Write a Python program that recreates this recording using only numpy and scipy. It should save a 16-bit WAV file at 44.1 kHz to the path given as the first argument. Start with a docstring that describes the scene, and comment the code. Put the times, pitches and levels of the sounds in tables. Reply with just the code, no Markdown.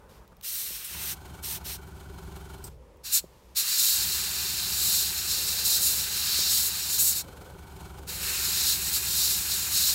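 """Leaking air and ticking hands, then three airbrush puffs on a paper towel: filtered noise gated by a trigger.
A piston compressor cuts in during the first puff to refill its tank: shaking crank, buzz, whistle and valves.
It vents and stops before the long passes over a small model begin, where paint strokes brighten the hiss.
The compressor soon returns and runs to the end; more bumps follow.
A dull, quiet room of coloured noise lies under everything."""
import sys
import numpy as np
from scipy import signal
from scipy.fft import rfft, irfft, next_fast_len
from scipy.io import wavfile

SR = 44100
rng = np.random.default_rng(int(sys.argv[2]) if len(sys.argv) > 2 else 0)


def int16_out(signal):
    """Quantize to a 16-bit WAV file."""
    q = np.round(np.clip(np.atleast_2d(signal).T, -1, 1) * 32767)
    wavfile.write(sys.argv[1], SR, q.astype(np.int16))


N = 438354
T = np.arange(N) / SR  # time in seconds

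# Bands that set the levels of rush, roar, mist and fizz. Each row: low edge in Hz, high edge in Hz.
JET_BANDS = [(1700, 3300), (3600, 5600), (6500, 15500), (6500, 15500)]
# Colour of the jet on flat paper, then on the model. Each row: frequency in Hz, relative level in dB per Hz.
PAPER_COLOUR = [(200, -41), (700, -29), (1200, -14.5), (2000, -10), (3200, -4.5), (4000, 0), (4800, -3),
                (5700, -1.5), (7200, -7), (9200, -1.5), (10500, -8.5), (11800, -0.5), (13200, -1.5),
                (15800, -3.5)]
MODEL_COLOUR = [(200, -23), (600, -33), (1000, -15), (1650, -7.5), (2050, -11), (2750, -4.5), (3350, -20),
                (3800, -7.5), (5500, -8.5), (6050, -8), (7200, -6), (8800, -8), (10500, -8), (15800, -6)]
# Broad resonances of the nozzle over flat paper. Each row: centre in Hz, width in Hz, lift in dB.
PAPER_RESONANCES = [(3450, 250, -2), (4200, 250, 1.5), (4800, 450, -0.5), (5460, 620, 1.5)]
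# Resonances of the hollow between hands and model. Each row: centre in Hz, width in Hz, lift in dB.
HOLLOW_RESONANCES = [(1280, 280, 0.5), (2390, 130, -1), (2420, 180, 1.5), (3207, 190, 9), (3560, 260, 7.5),
                     (4125, 460, 7), (4510, 52, 8), (4720, 98, 4), (4870, 200, 0), (5240, 230, 5.5),
                     (5700, 230, 3.5), (5826, 180, 2.5), (5870, 93, -3.5), (6000, 100, -7),
                     (6660, 130, 6.5), (7210, 230, 6), (7560, 110, -4.5), (7900, 510, 5), (8900, 74, 2.5),
                     (9540, 54, 10), (11200, 150, 4.5), (11730, 460, 5), (13300, 300, 6.5)]
# Presses of the trigger. Each row: down in seconds, up in seconds, seconds held half down at first,
# roar on the work in dB, paint mist in dB (both before the strokes).
PRESSES = [(0.422, 1.151, 0.022, -48.5, -40.5), (1.422, 1.591, 0, -44.5, -35.5),
           (1.638, 1.775, 0, -43.5, -37.5), (3.033, 3.209, 0.083, -35.5, -33.5),
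           (3.548, 7.229, 0, -35, -33), (8.067, 9.98, 0.15, -37.5, -32)]
MODEL_FROM_S = 2.5  # presses from here on aim at the model, earlier ones at the paper
OPEN_S, CLOSE_S = 0.024, 0.032  # travel of the air valve
HALF_DOWN_DB, PUSH_S = -6, .04  # a half-pressed trigger passes less air, until it is pushed home
# Paint strokes, each a surge of the hiss. Each row: start in seconds, length in seconds, rise in seconds,
# fall in seconds, added roar in dB, added mist in dB.
STROKES = [ (0.44, 0.36, 0.047, 0.18, 4.5, 7), (0.987, .22, 0.047, .03, 5, 6),
           (3.113, 0.11, 0.023, 0.071, 4, 12.5), (3.557, .1, 0.015, 0.085, 6.5, 9.5),
           (3.647, 0.59, 0.035, 0.2, 3.5, 4), (3.748, 0.32, 0.051, 0.15, 6.5, 9),
           (3.99, .09, .025, .04, 6, 5.5), (4.682, 0.43, 0.17, 0.14, 6, 7.5),
           (5.256, 0.35, 0.026, 0.073, 3, 2.5), (5.642, 0.15, 0.013, 0.026, 6.5, 8.5),
           (5.785, 0.3, 0.037, 0.23, 3.5, 9), (6.027, 0.677, .38, 0.056, 6.5, 3.5),
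           (6.434, 0.27, 0.093, 0.028, 1.5, 8), (6.868, .13, 0.065, 0.054, 4, 7),
           (6.975, 0.17, .02, 0.051, 2.5, 11), (7.14, 0.07, 0.027, .04, -1.5, 5.5),
           (8.21, 0.57, 0.43, 0.057, 7.5, 3), (8.6, 0.16, .1, .07, 5, 6.5),
           (8.914, 0.086, 0.038, 0.053, 6.5, 6), (9.068, 0.39, 0.1, 0.14, 8.5, 6),
           (9.482, 0.11, 0.035, 0.064, 8.5, 4), (9.686, 0.3, 0.067, 0.094, 9.5, 6), ]
# Low rush of air under an open valve. Each row: time in seconds, level in dB.
RUSH_LEVEL = [(0.45, -50.5), (0.9, -48.5), (1.1, -44.5), (1.45, -48.5), (1.75, -48), (3.15, -45.5),
              (3.9, -43), (5.2, -45), (5.9, -45), (6.35, -42), (7.2, -49), (8.25, -40.5), (8.6, -41.5),
              (8.95, -44.5), (9.9, -43)]
# How much uneven paint shakes each part. In order: shares of the flutter for rush, roar, mist and fizz.
WETNESS = (0.82, 0.22, 0.85, 0.33)
FIZZ_DB, FIZZ_GROWTH = -0.8, 1.03  # the top is weak between strokes and swells more than the mist
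# Spits of paint at the nozzle. Each row: start in seconds, level in dB, decay in seconds.
SPITS = [(0.845, -33, 0.021), (8.487, -25, .001), (8.638, -19, .001), (8.667, -21, .001)]
# Colour of the spits. Each row: frequency in Hz, relative level in dB per Hz.
SPIT_COLOUR = [(2000, -10), (6500, -10), (8500, 2), (11300, 1), (13000, -5), (15800, -4)]

# Compressor shaft speed, one table a run. Each row: time in seconds, speed in turns a second.
FIRST_RUN = [(0.9, 22.915), (1.4, 22.669), (2.0, 22.56), (2.68, 22.216), (2.88, 15.0)]
SECOND_RUN = [(3.9, 22.793), (4.8, 22.73), (5.7, 22.891), (7.3, 23.085), (7.9, 22.485), (8.6, 22.557),
              (9.94, 22.817)]
# Runs of the motor. Each row: on in seconds, off in seconds, level in dB against COMPRESSOR_DB.
MOTOR_ON = [(0.88, 2.697, 1.16), (3.92, 10.0, 0.6)]
COMPRESSOR_DB = -46.5  # gain over every compressor part
SPIN_UP_S, COAST_S = .09, 0.16
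# Shaking of the crank. Each row: multiple of shaft speed, relative level in dB.
CRANK_ORDERS = [(2, -16.5), (3, -6), (4, -13.5), (6, -15.5), (7, -15), (8, -16)]
# The shaking grows as the shaft slows under load.
EASY_TURNS_PER_S, SHAKE_DB_PER_LOST_TURN, MOST_SHAKE_DB = 22.8, 11, 4.5
# Moments within one turn of the crank, as a share of a turn after the top of the compression.
STRAIN_AT, OUTLET_AT, INLET_AT, INTAKE_AT = -.05, -.13, .25, -.19
# Modes of the compressor housing. Each row: centre in Hz, width in Hz, relative level in dB.
HOUSING_MODES = [(72.8, 6, 6.5), (107.3, 8.1, -3.5), (139, 18, -2.5), (175.5, 8.1, -10.5),
                 (202.8, 4.5, -8.5), (262, 37, -11), (332.3, 5.5, 2)]
# Thin motor panel that sings when the shaft labours. Each row: centre in Hz, width in Hz, relative level in dB.
PANEL_MODES = [(382, 35, -15)]
WHINE_HZ, WHINE_DB = 746, -18.5  # thin bearing whine: mean pitch, and mean level against the compressor
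# Whistle of the motor: multiple of shaft speed, and when in the turn the unloaded shaft runs fastest.
WHISTLE_ORDER, FASTEST_AT = 64.5, .2
# Modes of the reed outlet valve. Each row: centre in Hz, width in Hz, relative level in dB.
OUTLET_MODES = [(1480, 66, -39), (1384, 27, 7.5), (1490, 37, 8.5)]
# Modes of the inlet, rung on the return stroke. Each row: centre in Hz, width in Hz, relative level in dB.
INLET_MODES = [(716, 630, -17), (904, 70, 9), (1000, 130, 5)]
# Colour of air drawn through the compressor. Each row: frequency in Hz, relative level in dB per Hz.
INTAKE_COLOUR = [(60, 2), (200, -0.5), (550, -4.5), (850, 4.5), (1150, -3.5), (1450, -2), (1800, -11.5),
                 (3200, -9), (5500, -13.5), (9000, -12), (10300, -18), (11200, -15), (14300, -16),
                 (15800, -19)]
# Pipe resonances of that air. Each row: centre in Hz, width in Hz, lift in dB.
PIPE_RESONANCES = [(2266, 34, 13.7), (3100, 34, 10.4), (4160, 38, 11), (6700, 300, 2.2), (11100, 310, 5),
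                   (13500, 400, 5)]

# Small escapes of air. Each row: start in seconds, end in seconds, level in dB.
LEAKS = [(0.085, 0.223, -61.5), (2.474, 2.645, -79), (2.69, 2.78, -65), (3.203, 3.59, -66.5)]
# Colour of the leaks. Each row: frequency in Hz, relative level in dB per Hz.
LEAK_COLOUR = [(500, -3), (2000, -1), (4200, -1), (6000, -3), (8200, -6), (10400, -8), (13500, -4),
               (15800, -15)]
# Puffs of the unloader valve as the motor stops. Each row: start in seconds, level in dB, decay in seconds.
VENTS = [(2.639, -35.5, 0.015), (2.666, -46, 0.0092)]
# Colour of those puffs. Each row: frequency in Hz, relative level in dB per Hz.
VENT_COLOUR = [(1500, -11), (3500, -14), (5000, 0), (6500, -5), (8200, 9), (10500, -9), (13700, 3),
               (15800, -5)]

# Soft bumps of the hands on the desk. Each row: time in seconds, peak in dB.
BUMPS = [(0.322, -44), (0.705, -41), (3.239, -34), (6.387, -33)]
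# Modes of the desk. Each row: frequency in Hz, decay in seconds, relative level in dB.
DESK_MODES = [(170, 0.015, -6), (275, 0.004, -1.5), (376, 0.0055, 1.5), (530, 0.0061, -1.5),
              (633, 0.0046, -3.5), (910, 0.004, -17)]
# Ticks of the trigger. Each row: start in seconds, level in dB, decay in seconds.
TICKS = [(0.277, -48, 0.0024), (0.309, -59, .0015), (0.368, -48, 0.0018), (0.411, -37.5, 0.0025),
         (2.765, -61, .0015), (2.971, -55, 0.0026)]
# Colour of the ticks. Each row: frequency in Hz, relative level in dB per Hz.
TICK_COLOUR = [(600, -25), (2000, -8), (2700, 1), (5000, 2), (9000, -9), (15800, 7)]
# Fingers shifting their grip. Each row: start in seconds, end in seconds, level in dB.
GRIPS = [(-0.02, 0.27, -56), (0.316, 0.338, -47.5)]
# Colour of rubbing skin. Each row: frequency in Hz, relative level in dB per Hz.
SKIN_COLOUR = [(50, 7), (160, 2), (300, -5), (500, 0.5), (700, -8), (950, -4), (1500, -8), (2200, -29),
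               (8000, -31)]

# Colour of the quiet room. Each row: frequency in Hz, relative level in dB per Hz.
ROOM_COLOUR = [(30, 1.5), (60, 16), (100, 1.5), (170, 4), (280, -7.5), (450, -2), (700, -9), (950, -4),
               (1500, -16.5), (2200, -17), (4000, -23.5), (7000, -26), (10500, -28.5), (15500, -33)]
ROOM_DB = -56
# Faint hollow swells near 500 Hz. Each row: start in seconds, end in seconds, level in dB.
ROOM_SWELLS = [(2.62, 3.08, -58.5), (3.25, 3.65, -67), (5.28, 6.2, -56.5), (7.2, 7.62, -54.5),
               (7.95, 8.42, -55.5)]
EDGE_HZ = 15830  # top of the whole mix


def jet(presses, points, peaks, flutter_db, tremor_db):
    """Turbulent hiss in four parts: the rush of air, its roar on the work, the paint mist and its fizz on top."""
    n = next_fast_len(N)
    hz = np.fft.rfftfreq(n, 1 / SR)
    hiss = rfft(rng.standard_normal(n)) * shape(hz, points, peaks)
    # Smooth crossovers divide the spectrum into four shares.
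    above_rush, above_roar, above_mist = (1 / (1 + (edge_hz / (hz + 1)) ** 12) for edge_hz in (3350, 6100, 8900))
    shares = [1 - above_rush, above_rush - above_roar, above_roar - above_mist, above_mist]
    flutter = flutter_db * waver(rate_hz=70)  # the paint feeds unevenly
    gains = trigger(presses, tremor_db)
    out = 0
    for share, (low_hz, high_hz), gain, wetness in zip(shares, JET_BANDS, gains, WETNESS):
        band_rms = irfft(hiss * (hz > low_hz) * (hz < high_hz), n).std()
        part = irfft(hiss * share, n)[:N] / band_rms
        out = out + part * gain * amp(wetness * flutter)
    return out


def trigger(presses, tremor_db):
    """Gains of rush, roar, mist and fizz: each press opens the air, each stroke swells the upper three."""
    surge_db = np.zeros((2, N))
    for start, length, rise, fall, roar_db, mist_db in STROKES:
        stroke = gate(start, start + length, rise, fall)
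        surge_db = np.maximum(surge_db, np.outer([roar_db, mist_db], stroke))
    held = np.zeros((4, N))
    for down, up, half_s, roar_db, mist_db in presses:
        # A half press counts only if it outlasts the opening of the valve.
        half_down = np.clip((down + half_s - T) / PUSH_S + .5, 0, 1) * (half_s > OPEN_S)
        valve = gate(down, up, OPEN_S, CLOSE_S) * amp(HALF_DOWN_DB * half_down)
        held += np.outer(amp([0, roar_db, mist_db, mist_db]), valve)
    tremor = tremor_db * waver(rate_hz=22)  # the hand trembles, so the jet strikes unevenly
    roar = surge_db[0] + tremor
    mist = surge_db[1] + .5 * tremor
    return held * amp([curve(RUSH_LEVEL), roar, mist, FIZZ_DB + FIZZ_GROWTH * mist])


def reflections(x, echo_db, drift_s, count=8):
    """Desk, hands and model return the hiss; the fine comb shifts as the hands move."""
    delays = rng.uniform(.001, .011, count)
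    signs = rng.choice([-1, 1], count)
    fine = signal.resample_poly(x, 4, 1)  # finer steps keep the moving delays clean
    fine_t = np.linspace(0, N / SR, len(fine), endpoint=False)
    echoes = 0
    for delay, sign in zip(delays, signs):
        moving_delay = delay + drift_s * waver(rate_hz=1.2)
        echoes = echoes + sign * np.interp(T - moving_delay, fine_t, fine)
    return x + amp(echo_db) * echoes / np.sqrt(count)


def compressor(crank_db=0.5):
    """Motor and valves sound while the power is on; the shaking crank spins up and coasts down."""
    turns, speed, turning = shaft()
    crank = sum(amp(db) * np.cos(2 * np.pi * (k * turns + rng.random())) for k, db in CRANK_ORDERS) * np.sqrt(2)
    load_db = np.minimum(SHAKE_DB_PER_LOST_TURN * (EASY_TURNS_PER_S - speed), MOST_SHAKE_DB)
    spinning = sum(amp(db) * gate(on, off + COAST_S, SPIN_UP_S, COAST_S) for on, off, db in MOTOR_ON) * turning
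    powered = sum(amp(db) * gate(on, off, 0.078, 0.013) for on, off, db in MOTOR_ON)
    shaking = amp(crank_db + load_db) * crank * spinning
    motor_sound = powered * (motor(turns, speed, turning) + turning * whistle(turns))
    return amp(COMPRESSOR_DB) * (shaking + motor_sound + valves(turns, powered))


def shaft():
    """Turns made by the crank, its speed in turns a second, and 1 while it turns."""
    turns, turning, speed = np.zeros((3, N))
    for rows, first_stroke in ((FIRST_RUN, .38), (SECOND_RUN, .67)):  # turns to the first compression
        inside = (T >= rows[0][0]) & (T <= rows[-1][0])
        run_speed = inside * curve(rows)
        speed += run_speed
        turns += inside * (np.cumsum(run_speed) / SR - first_stroke)
        turning += inside
    return turns, speed, turning


def beat(turns, at, sharpness):
    """A smooth pulse of height 1, once in every turn."""
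    return np.exp(sharpness * (np.cos(2 * np.pi * (turns - at)) - 1))


def motor(turns, speed, turning, buzz_db=-5.5, panel_db=-13.0, stroke_sharpness=2.5, labour_db=14, slip_db=4):
    """Each compression strains the motor, so its 100 Hz buzz pulses; a slower shaft makes its panel sing louder."""
    mains = sum(np.cos(2 * np.pi * 100 * k * T) for k in range(1, 4))
    strain = beat(turns, STRAIN_AT, stroke_sharpness) * amp(1.9 * waver(rate_hz=25)) * turning
    buzz = amp(buzz_db) * ring(mains * strain, HOUSING_MODES)

    labour = np.clip(22.6 - speed, -.25, .25)  # lost turns a second
    slots = np.cos(2 * np.pi * 17.5 * turns) * beat(turns, 2 * STRAIN_AT, 2) * turning
    singing = ring(slots * amp(slip_db * slip(turns)), PANEL_MODES)
    panel = amp(panel_db + labour_db * labour + 1.35 * waver(rate_hz=20)) * singing

    whine_hz = WHINE_HZ + 2 * waver(rate_hz=8.2)
    whine = amp(WHINE_DB + 2 * waver(rate_hz=6.4)) * np.sin(2 * np.pi * np.cumsum(whine_hz) / SR)
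    return buzz + panel + whine


def slip(turns):
    """The 100 Hz pull of the mains drifts against the crank, about nine beats a second at speed: -1 to 1."""
    return np.cos(2 * np.pi * (100 * T - 4 * turns + .4))


def whistle(turns, whistle_db=-17.5, swing_db=2, ripple=.55, whistle_sharpness=0.61):
    """The shaft speeds up after every compression, so the motor's whistle chirps upward once a turn."""
    chirp = ripple * np.sin(2 * np.pi * (turns - FASTEST_AT))
    cycles = WHISTLE_ORDER * turns + chirp + .15 * waver(rate_hz=60)
    chirps = unit(np.sin(2 * np.pi * cycles) * beat(turns, 0, whistle_sharpness))
    return amp(whistle_db + swing_db * waver(rate_hz=16)) * chirps


def valves(turns, powered, outlet_db=-18, inlet_db=-15.5, intake_db=-8.5, outlet_sharpness=6, inlet_sharpness=5,
           outlet_share=.8, inlet_share=0.56, gulp_db=2.5, steady_share=0.25):
    """Outlet and inlet valves rattle in turn, each shaking the other; air is gulped once a turn, unevenly."""
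    outlet_clack = beat(turns, OUTLET_AT, outlet_sharpness)
    inlet_clack = beat(turns, INLET_AT, inlet_sharpness)
    outlet_force = steady_share + outlet_clack + inlet_share * inlet_clack
    inlet_force = steady_share + inlet_clack + outlet_share * outlet_clack
    outlet = unit(ring(rng.standard_normal(N), OUTLET_MODES) * outlet_force * powered)
    inlet = unit(ring(rng.standard_normal(N), INLET_MODES) * inlet_force * powered)
    gulp = (2 * beat(turns, INTAKE_AT, 0.92) * (1 + 0.3 * waver(rate_hz=20)) - .7) * gulp_db
    rattle_db = 0.88 * waver(rate_hz=45) + waver(rate_hz=110) + gulp
    intake = noise(INTAKE_COLOUR, PIPE_RESONANCES) * amp(rattle_db) * powered
    return amp(outlet_db) * outlet + amp(inlet_db) * inlet + amp(intake_db) * intake


def leaks():
    """Air seeps faintly, and the compressor vents briefly as it stops."""
    seep = swells(LEAKS, rise=.011, fall=0.059)
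    vents = taps(VENTS, VENT_COLOUR, rise=.004)
    return noise(LEAK_COLOUR) * seep * amp(0.51 * waver(rate_hz=60)) + vents


def hands():
    """Desk bumps, short noise ticks of the trigger, and the soft rub of skin shifting its grip."""
    ticks = taps(TICKS, TICK_COLOUR, rise=0.00037)
    grips = swells(GRIPS, rise=.008, fall=0.019) * noise(SKIN_COLOUR)
    return bumps() + ticks + grips


def bumps():
    """A soft push sets the heavily damped desk ringing for a moment."""
    t = np.arange(SR // 10) / SR
    thud = np.zeros(len(t))
    for k, (hz, decay, db) in enumerate(DESK_MODES):
        thud += (-1) ** k * amp(db) * np.sin(2 * np.pi * hz * t) * np.exp(-t / decay)
    pushes = np.zeros(N)
    for s, db in BUMPS:
        pushes[round(s * SR)] = amp(db)
    return signal.oaconvolve(pushes, thud / abs(thud).max())[:N]


def room():
    """Dull, gently wavering background noise with a faint hollow swell."""
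    hollow = ring(ring(rng.standard_normal(N), [(499, 220, 0)]), [(550, 200, 0)])
    background = amp(ROOM_DB + 0.88 * waver(rate_hz=12)) * noise(ROOM_COLOUR)
    return background + swells(ROOM_SWELLS, rise=0.071, fall=0.09) * hollow


def reverberate(x, wet_db, t60):
    """A small furnished room: a short diffuse tail after the direct sound."""
    t = np.arange(SR // 2) / SR
    tail = rng.standard_normal(len(t)) * amp(-60 * t / t60) * (t > .004)
    return x + amp(wet_db) * signal.oaconvolve(x, tail / np.linalg.norm(tail))[:N]


def taps(rows, points, rise):
    """Short bursts of noise that die away without ringing."""
    envelope = np.zeros(N)
    for s, db, decay in rows:
        age = np.clip(T - s, 0, 40 * decay)
        envelope += amp(db) * np.minimum(age / rise, 1) * np.exp(-age / decay)
    return noise(points) * envelope


def swells(rows, rise, fall):
    """One rise, hold and fall for each row."""
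    return sum(amp(db) * gate(start, end, rise, fall) for start, end, db in rows)


def ring(x, modes):
    """Passes x through parallel resonances, kept dark above the highest one, at rms 1."""
    out = 0
    for hz, width, db in modes:
        r = np.exp(-np.pi * width / SR)
        pole = r * np.exp(2j * np.pi * hz / SR)
        out = out + amp(db) * signal.lfilter([1 - r], [1, -pole], x).imag
    top_hz = 1.25 * max(hz for hz, _, _ in modes)
    return unit(signal.sosfilt(signal.butter(3, top_hz, fs=SR, output="sos"), out))


def noise(points, peaks=(), size=N):
    """Coloured noise of rms 1."""
    n = next_fast_len(size)
    spectrum = rfft(rng.standard_normal(n)) * shape(np.fft.rfftfreq(n, 1 / SR), points, peaks)
    return unit(irfft(spectrum, n)[:size])


def shape(hz, points, peaks=()):
    """Gain of a smooth spectrum with resonances standing out of it, thinned below its first point."""
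    f, db = np.transpose(points)
    smooth_db = np.interp(np.log(hz + 1), np.log(f), db)
    lift_db = sum(lift / (1 + (2 * (hz - centre) / width) ** 2) for centre, width, lift in peaks)
    return amp(smooth_db + lift_db) / np.sqrt(1 + (.8 * f[0] / (hz + 1)) ** 8)


def waver(rate_hz):
    """Random drift of rms 1: straight lines between rate_hz chance points a second."""
    points = rng.standard_normal(4000)
    return unit(np.interp(T * rate_hz, np.arange(len(points)), points))


def gate(start, end, rise, fall):
    """Opens and shuts with straight ramps."""
    return np.clip((T - start) / rise, 0, 1) * np.clip((end - T) / fall, 0, 1)


def curve(rows, t=T):
    """Joins rows of time and value by straight lines."""
    return np.interp(t, *np.transpose(rows))


def unit(x):
    """Scales to rms 1."""
    return x / np.sqrt(np.mean(x ** 2) + 1e-20)


def amp(db):
    """Decibels to gain."""
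    return 10 ** (np.asarray(db) / 20)


def scene():
    """All sources at one microphone, the same in both channels."""
    on_paper = [press for press in PRESSES if press[0] < MODEL_FROM_S]
    on_model = [press for press in PRESSES if press[0] >= MODEL_FROM_S]
    puffs = jet(on_paper, PAPER_COLOUR, PAPER_RESONANCES, flutter_db=1.2, tremor_db=-1.2)
    passes = jet(on_model, MODEL_COLOUR, HOLLOW_RESONANCES, flutter_db=1.01, tremor_db=1.07)
    spits = taps(SPITS, SPIT_COLOUR, rise=.0005)
    spray = reflections(puffs + passes + spits, echo_db=-10.5, drift_s=.00005)
    near = reverberate(spray + leaks() + hands(), wet_db=-28.0, t60=0.27)
    mono = near + compressor() + room()
    return np.array([mono, mono])


def record(dry):
    """A steep low-pass ends the treble at EDGE_HZ."""
    low_pass = signal.firwin(1023, EDGE_HZ, window=("kaiser", 9), fs=SR)
    return signal.oaconvolve(dry, low_pass[None], "same")


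dry = scene()
out = record(dry)
int16_out(out)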